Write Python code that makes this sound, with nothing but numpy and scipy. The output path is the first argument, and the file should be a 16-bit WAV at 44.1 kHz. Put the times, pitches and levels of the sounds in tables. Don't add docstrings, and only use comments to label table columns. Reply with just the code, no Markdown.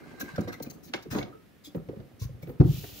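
import sys
import numpy as np
from scipy import signal
from scipy.fft import rfft, irfft
from scipy.io import wavfile
from scipy.ndimage import uniform_filter1d

SR = 44100
rng = np.random.default_rng(int(sys.argv[2]) if len(sys.argv) > 2 else 0)


def digitize_waveform(pressure):
    field = np.atleast_2d(pressure).T
    bounded = np.clip(field, -1, 1)
    quanta = np.round(bounded * 32767).astype(np.int16)
    wavfile.write(sys.argv[1], SR, quanta)


def volts(x):
    e = np.asarray(x, float) / 20
    return 10 ** e


N = 132300

# time_s, level_db
TRAY_SLIDE = [
    (0, -65.5),
    (.3, -59),
    (.52, -67.5),
    (.56, -73),
    (.66, -65.5),
]
# pitch_hz, width_hz, level_db
TRAY_TONES = [(1100, 255, -1), (1579, 50, 2.5), (2065, 177, -0.5), (3890, 250, -9), (5340, 500, -33)]
# time_s, level_db
HAND_EFFORT = [(0, -50.5), (.7, -55.5), (.95, -57), (1.105, -89), (1.13, -37), (1.25, -53.5), (1.4, -65.5),
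               (1.62, -67), (2.1, -61.5), (2.58, -57.5), (3.0, -54)]
# start_s, peak_db, pitch_hz, decay_to_60_db_s
PANEL_POPS = [(.036, -49, 1538, 0.065), (.185, -50, 1600, .06), (.211, -28.5, 1594, 0.049),
              (.363, -40, 1630, 0.045), (.379, -31, 1352, 0.039), (.478, -41, 2035, 0.13),
              (.495, -39, 1614, 0.071), (.531, -44, 1662, 0.075), (.541, -43, 2045, 0.054),
              (.604, -39.5, 908, 0.044), (.664, -51, 2480, .06), (.895, -40.5, 261, 0.12),
              (.94, -35, 2230, 0.046), (.941, -29, 349, 0.059), (.975, -46, 1310, .08),
              (1.113, -42.5, 1497, 0.081), (1.157, -44, 1880, .04), (1.213, -37, 2220, .04),
              (1.219, -44, 1530, 0.037), (1.25, -32, 206, 0.026), (1.274, -45, 340, 0.052),
              (1.298, -42, 299, .07), (1.325, -48.5, 1300, 0.17), (1.347, -41, 430, 0.099),
              (1.643, -46, 3700, .08), (1.652, -42.5, 3400, 0.084), (1.751, -27, 331, 0.092),
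              (1.93, -39, 520, 0.071), (2.217, -49.5, 1055, 0.13), (2.219, -45.5, 465, 0.052),
              (2.291, -46, 520, 0.11), (2.428, -46.5, 2292, 0.046), (2.606, -18, 369, 0.16),
              (2.607, -23, 483, 0.13), (2.609, -28.5, 750, 0.12), (2.653, -22, 327.6, 0.082),
              (2.705, -42, 377, 0.09), (2.772, -44.5, 340, 0.085), (2.836, -39.5, 397, 0.094),
              (2.838, -41.5, 901, 0.085)]
# start_s, length_s, level_db, tilt_db_per_octave, lowest_hz
SCUFFS = [(.195, 0.035, -39.5, 5.5, 970), (0.355, 0.021, -46, 0.7, 1450), (0.405, 0.016, -49.5, 5, 1200),
          (0.474, 0.033, -45, 0.5, 920), (0.519, 0.038, -44.5, 2.5, 1010), (0.621, 0.021, -41.5, 9, 2370),
          (0.697, 0.024, -45, 4.5, 2000), (0.722, 0.045, -62.5, -4, 8800), (0.826, 0.057, -55, 9.5, 2530),
          (0.867, 0.043, -57.5, 2.5, 2300), (0.932, 0.03, -34.5, -2, 577), (0.954, 0.02, -47, 1.5, 600),
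          (1.022, 0.021, -52.5, -0.5, 3540), (1.101, 0.054, -41, 3.5, 1100), (1.13, 0.1, -38, 0.5, 500),
          (1.206, 0.037, -38.5, -3, 504), (1.315, 0.062, -64.5, -10, 1100), (1.636, 0.058, -51, 0, 3300),
          (1.641, 0.045, -57, -1, 11000), (1.746, 0.034, -61.5, 3.2, 9000),
          (2.191, 0.074, -50.5, 3.1, 3530), (2.206, 0.058, -52, 3, 1920), (2.418, 0.033, -58, 3, 1940),
          (2.424, 0.017, -57.5, 15, 10900), (2.468, 0.065, -61.5, 5, 9000),
          (2.596, 0.036, -42.5, -1.5, 700)]
# pitch_hz, level_db
CARD_COLOUR = [(410, 14), (700, -2.5), (1570, -4.5), (3130, -20.5), (4160, -15), (4740, -19.5), (6480, -20),
               (8860, -35.5), (15700, -26)]
# start_s, peak_db, loudest_pitch_hz, slap_db (against the peak), upper_reach_octaves
KNOCKS = [(.206, -36.5, 454, 0.5, 1.2), (0.224, -33, 300, -10, 0.47), (0.38, -22, 576, -24, 0.97),
          (0.391, -23, 226, -43, 0.51), (0.474, -27.5, 500, -24, 0.67), (.600, -31.5, 530, -11, 4),
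          (0.662, -32, 215, -12.5, 0.72), (.937, -26.5, 616, 8.5, 8.1), (1.056, -35, 430, -24, 0.17),
          (1.12, -29, 250, -6, 0.28), (1.149, -20.5, 250, -10.5, 1.5), (1.186, -27.5, 300, 2.5, 2.5),
          (1.228, -32, 616, 0.5, 0.54)]
PATS = [
    (1.670, -41.5, 300, -28, 0.45),
    (1.747, -23.5, 417, -20, 0.48),
    (1.887, -27, 455, -18.5, 0.37),
    (1.961, -39.5, 503, -17, 0.49),
    (2.001, -42.5, 610, -8, 1.2),
    (2.429, -40.5, 500, -17.5, 1.1),
    (2.472, -34.5, 460, -14, 0.19),
    (2.494, -33.5, 494, -14, 0.19),
    (2.602, -16, 292, -20.5, 0.73),
    (2.841, -42, 860, 5, 1.7),
]
# pitch_hz, level_db
WALL_TONES = [(172, -6.5), (215, -1.6), (250, -2.5), (300, 0.6), (345, -2), (375, -3.5), (435, -3),
              (500, 0.8), (590, 0), (720, 1.5), (830, -15.5), (960, -5.5), (1250, 6), (1600, -25)]
# start_s, peak_db, pitch_hz, ring_length_share
THUDS = [(0.334, -35.5, 158, 0.9), (0.379, -27, 101, 1), (0.612, -38.5, 151, 0.95),
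         (0.86, -45.5, 175, 0.59), (1.082, -38.5, 153, 0.46), (1.11, -27.5, 120, 0.25),
         (1.187, -31, 116.6, 0.67), (1.766, -26.5, 174.8, 0.44), (1.882, -34, 119, 0.82),
         (1.968, -34.5, 193, 0.36), (1.991, -35, 124.6, 0.45), (2.131, -46, 104, 1),
         (2.213, -23.5, 106.9, 0.69), (2.249, -24, 109.5, 0.41), (2.427, -33.5, 149, 0.58),
         (2.486, -29, 134, 0.16), (2.598, -3, 136.6, 0.32), (2.621, -18, 118, 0.19),
         (2.646, -12, 146.2, 0.35), (2.688, -16.5, 133, 0.37), (2.739, -24, 125.4, 0.3),
         (2.779, -30.5, 163, 0.27), (2.824, -35.5, 110, .5), (2.293, -33, 121.8, 0.42),
         (2.341, -34, 106, 0.38), (2.924, -38, 98, 0.19)]
# pitch_ratio, level_db, decay_to_60_db_s, port_phase_rad
TABLE_TONES = [(.93, -1, 0.34, 0.78), (1.08, 0, 0.47, 0.3), (0.96, -5, 0.22, 0.61)]
# time_s, level_db
TABLE_DRAG = [
    (2.63, -63),
    (2.7, -49.5),
    (2.77, -46),
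    (2.88, -49.5),
    (3.0, -51),
]
# pitch_hz, level_db
DRAG_COLOUR = [(710, -47.5), (1200, -16), (2010, -11.5), (2750, 0), (6930, -5), (8500, -15), (13900, -2.5),
               (15700, -0.5)]
# pitch_hz, level_db
HUM_COLOUR = [(24, -47), (40, -6.5), (198, -2), (625, -16.5), (865, -22), (1880, -19.5), (8200, -35.5),
              (15700, -31)]
# pitch_hz, level_db
PORT_TREBLE = [(20, 1), (4000, -2), (16500, 3.5)]

KNOCK_PAN_DB = -0.6


def table(rows):
    return np.array(rows, float).T


def unit(x):
    return x / np.sqrt(np.mean(x ** 2) + 1e-30)


def curve(rows):
    s, db = table(rows)
    return volts(np.interp(np.arange(N) / SR, s, db, left=-120, right=-120))


def colour(x, points, tilt_db=0.):
    n = x.shape[-1]
    hz, db = table(points)
    f = np.maximum(np.arange(n // 2 + 1) * SR / n, 1.)
    gain_db = np.interp(np.log(f), np.log(hz), db, left=-90, right=-90)
    return irfft(rfft(x) * volts(gain_db + tilt_db * np.log2(f / 4000)), n)


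def ring(hz, gain, t60, length_s, twist=0.):
    t = np.arange(int(length_s * SR)) / SR
    tones = np.exp(np.outer(2j * np.pi * hz - np.log(1000) / np.abs(t60), t))
    left = (gain * np.exp(.5j * twist)) @ tones
    right = (gain * np.exp(-.5j * twist)) @ tones
    return np.array([left.imag, right.imag])


def push(ms):
    p = np.hanning(max(int(abs(ms) * SR / 1000), 1) + 2)
    return p / p.sum()


def add(out, x, s, pan_db):
    right_lag_s = 0.00019
    for ch, (lag, g) in enumerate(((0, pan_db / 2), (right_lag_s, -pan_db / 2))):
        i = int((s + lag) * SR)
        out[ch, i:i + x.shape[1]] += volts(g) * x[ch, :N - i]


def grit(size, spread_db):
    mid, side = rng.standard_normal((2, size)) * volts(spread_db * rng.exponential(size=size))
    return mid + 0.75 * side * np.array([[1], [-1]])


def shaken(events, level_db, fade_s):
    t = np.arange(N) / SR
    total = 0
    for s, peak_db, *_ in events:
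        total = total + volts(peak_db + level_db) * (t > s) * np.exp(-np.abs(t - s) / fade_s)
    return total


def walls():
    hz, db = table(WALL_TONES)
    return hz, db, 0.098 * (hz / 300) ** -0.81


def patchy(x):
    ripple_db, ripple_hz = 4.5, 250
    f = np.arange(x.shape[1] // 2 + 1) * SR / x.shape[1]
    bumps = rng.standard_normal(200)
    gain_db = ripple_db * np.interp(f / ripple_hz, np.arange(len(bumps)), bumps)
    return irfft(rfft(x) * volts(gain_db), x.shape[1])


def wander():
    drift_db, drift_s = 3.5, 0.033
    return volts(drift_db * unit(uniform_filter1d(rng.standard_normal(N), int(drift_s * SR))))


def sliding():
    rub = grit(N, 2.45)
    tray = 0
    for hz, width_hz, db in TRAY_TONES:
        tone = signal.lfilter(*signal.iirpeak(hz, hz / width_hz, SR), rub)
        tray = tray + volts(db) * wander() * unit(tone)
    on_tray = [k for k in KNOCKS if k[0] < TRAY_SLIDE[-1][0]]
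    jolts = shaken(on_tray, -30.5, 0.004)
    drag = 0
    for tilt_db in (-1.4, 1.4):
        drag = drag + np.sqrt(wander()) * colour(grit(N, 1.7), DRAG_COLOUR, tilt_db)
    return (curve(TRAY_SLIDE) + jolts) * tray + curve(TABLE_DRAG) * unit(drag)


def handling():
    creaks_per_s, creak_spread_db = 500, 4.5
    hz, db, t60 = walls()
    out = 0
    effort = curve(HAND_EFFORT) + shaken(KNOCKS + PATS, -14.5, 0.026)
    for k in range(0, len(hz), 2):
        pair = slice(k, k + 2)
        sizes = np.clip(unit(grit(N, creak_spread_db)), -2.2, 2.2)
        creaks = (rng.random(N) < creaks_per_s / SR) * sizes
        body = ring(hz[pair], volts(db[pair] - 0.0096 * hz[pair]), 0.43 * t60[pair], .2)
        out = out + signal.fftconvolve(creaks * effort, body, axes=1)[:, :N]
    return out * np.sqrt(np.mean(effort ** 2) / np.mean(out ** 2))


def pops():
    spread, rise_s, twist_rad = 0.035, 0.0049, 1.28
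    out = np.zeros((2, N))
    t = np.arange(int(.2 * SR)) / SR
    for s, peak_db, tone_hz, t60 in PANEL_POPS:
        c = rng.standard_normal(4)
        hz = tone_hz * (1 + spread * (np.arange(-1, 2) + 0.36 * c[:3]))
        x = ring(hz, np.array([.6, 1, .6]), t60, len(t) / SR + 1e-6, twist_rad * c[3])
        x = x[:, :len(t)] * np.minimum(t / rise_s, 1)
        add(out, volts(peak_db) * x / np.abs(x).max(), s, KNOCK_PAN_DB)
    return out


def scuffs():
    rise_share, fall_share, tail_s = 0.25, 0.47, 0.023
    out = np.zeros((2, N))
    t = np.arange(8192) / SR
    for s, length, db, tilt_db, low_hz in SCUFFS:
        u = t / length
        stroke = np.clip(np.minimum(u / rise_share, (1 - u) / fall_share), 0, 1) ** 0.98
        tail = 0.034 * np.minimum(u, 1) * np.exp(-np.maximum(t - length, 0) / tail_s)
        x = colour(grit(len(t), 2.5), CARD_COLOUR, tilt_db)
        x = signal.sosfilt(signal.butter(4, low_hz, "high", fs=SR, output="sos"), x)
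        add(out, volts(db) * (stroke + tail) * unit(patchy(x)), s, 2.5 + 0.25 * tilt_db)
    return out


def knocks():
    low_reach_octaves, scatter_db, contact_ms, slap_fade_s = 0.92, 3, 1.4, 0.0065
    slap_colour = [(900, -17), (1600, 1.0), (4200, -3.0), (7000, -15.5)]  # pitch_hz, level_db
    out = np.zeros((2, N))
    hz, db, t60 = walls()
    signs = (-1) ** np.arange(len(hz))
    for s, peak_db, tone_hz, slap_db, reach in KNOCKS + PATS:
        c = rng.standard_normal((2, len(hz)))
        off = np.log2(hz / tone_hz)
        loss_db = 11.1 * np.abs(off / np.where(off > 0, reach, low_reach_octaves)) ** 0.49
        gain = volts(db + scatter_db * c[0] - loss_db)
        x = ring(hz * (1 + 0.021 * c[1]), gain * signs, t60, 0.31, 0.068)
        x = signal.fftconvolve(x, push(contact_ms)[None])
        n = np.arange(x.shape[1])
        tilt_db = -4.5 * (s >= PATS[0][0])
        slap = colour(grit(len(n), 1.7), slap_colour, tilt_db) * np.exp(-n / SR / slap_fade_s)
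        x = x / np.abs(x).max() + volts(slap_db) * slap / np.abs(slap).max()
        add(out, volts(peak_db) * x, s, KNOCK_PAN_DB)
    return out


def thuds():
    stand_hz, stand_db, stand_t60_s, contact_ms = 54.9, -30, 0.98, 3.62
    out = np.zeros((2, N))
    ratio, db, t60, twist = table(TABLE_TONES)
    for s, peak_db, tone_hz, share in THUDS:
        top = ring(ratio * tone_hz, volts(db), t60 * share, .4, twist)
        stand = ring(np.array([stand_hz]), volts(np.array([stand_db])), stand_t60_s * share ** .3, .4)
        x = signal.fftconvolve(top + stand, push(contact_ms)[None])
        add(out, -volts(peak_db) * x / np.abs(x).max(), s, -.3)
    return out


def room(x):
    t60_s, treble_t60_s, rise_s, level_db = 0.34, 0.24, 0.014, -11
    t = np.arange(int(.6 * SR)) / SR
    noise = rng.standard_normal((2, len(t)))
    noise = noise + 1.46 * noise[::-1]
    low = signal.lfilter(*signal.butter(1, 1500, fs=SR), noise)
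    tail = low * np.exp(-np.log(1000) * t / t60_s)
    tail = tail + (noise - low) * np.exp(-np.log(1000) * t / treble_t60_s)
    tail = tail * np.minimum(t / rise_s, 1)
    tail = tail / np.sqrt((tail ** 2).sum(axis=1, keepdims=True)) * volts(level_db)
    return signal.fftconvolve(x, tail, axes=1)[:, :N]


def hum():
    return volts(-58.5) * unit(colour(grit(N, 0.44), HUM_COLOUR))


def scene():
    near = sliding() + handling() + pops() + scuffs() + knocks() + thuds()
    return near + room(near) + hum()


def band_limit(x):
    return signal.sosfilt(signal.butter(12, 16600, fs=SR, output="sos"), x)


def record(dry):
    hz, db = table(PORT_TREBLE)
    left = colour(dry[0], np.c_[hz, db / 2])
    right = colour(dry[1], np.c_[hz, -db / 2])
    bass_cut = signal.butter(7, 50, "high", fs=SR, output="sos")
    mix = signal.sosfilt(bass_cut, np.array([left, right]))
    return band_limit(mix)


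dry = scene()
out = record(dry)
digitize_waveform(out)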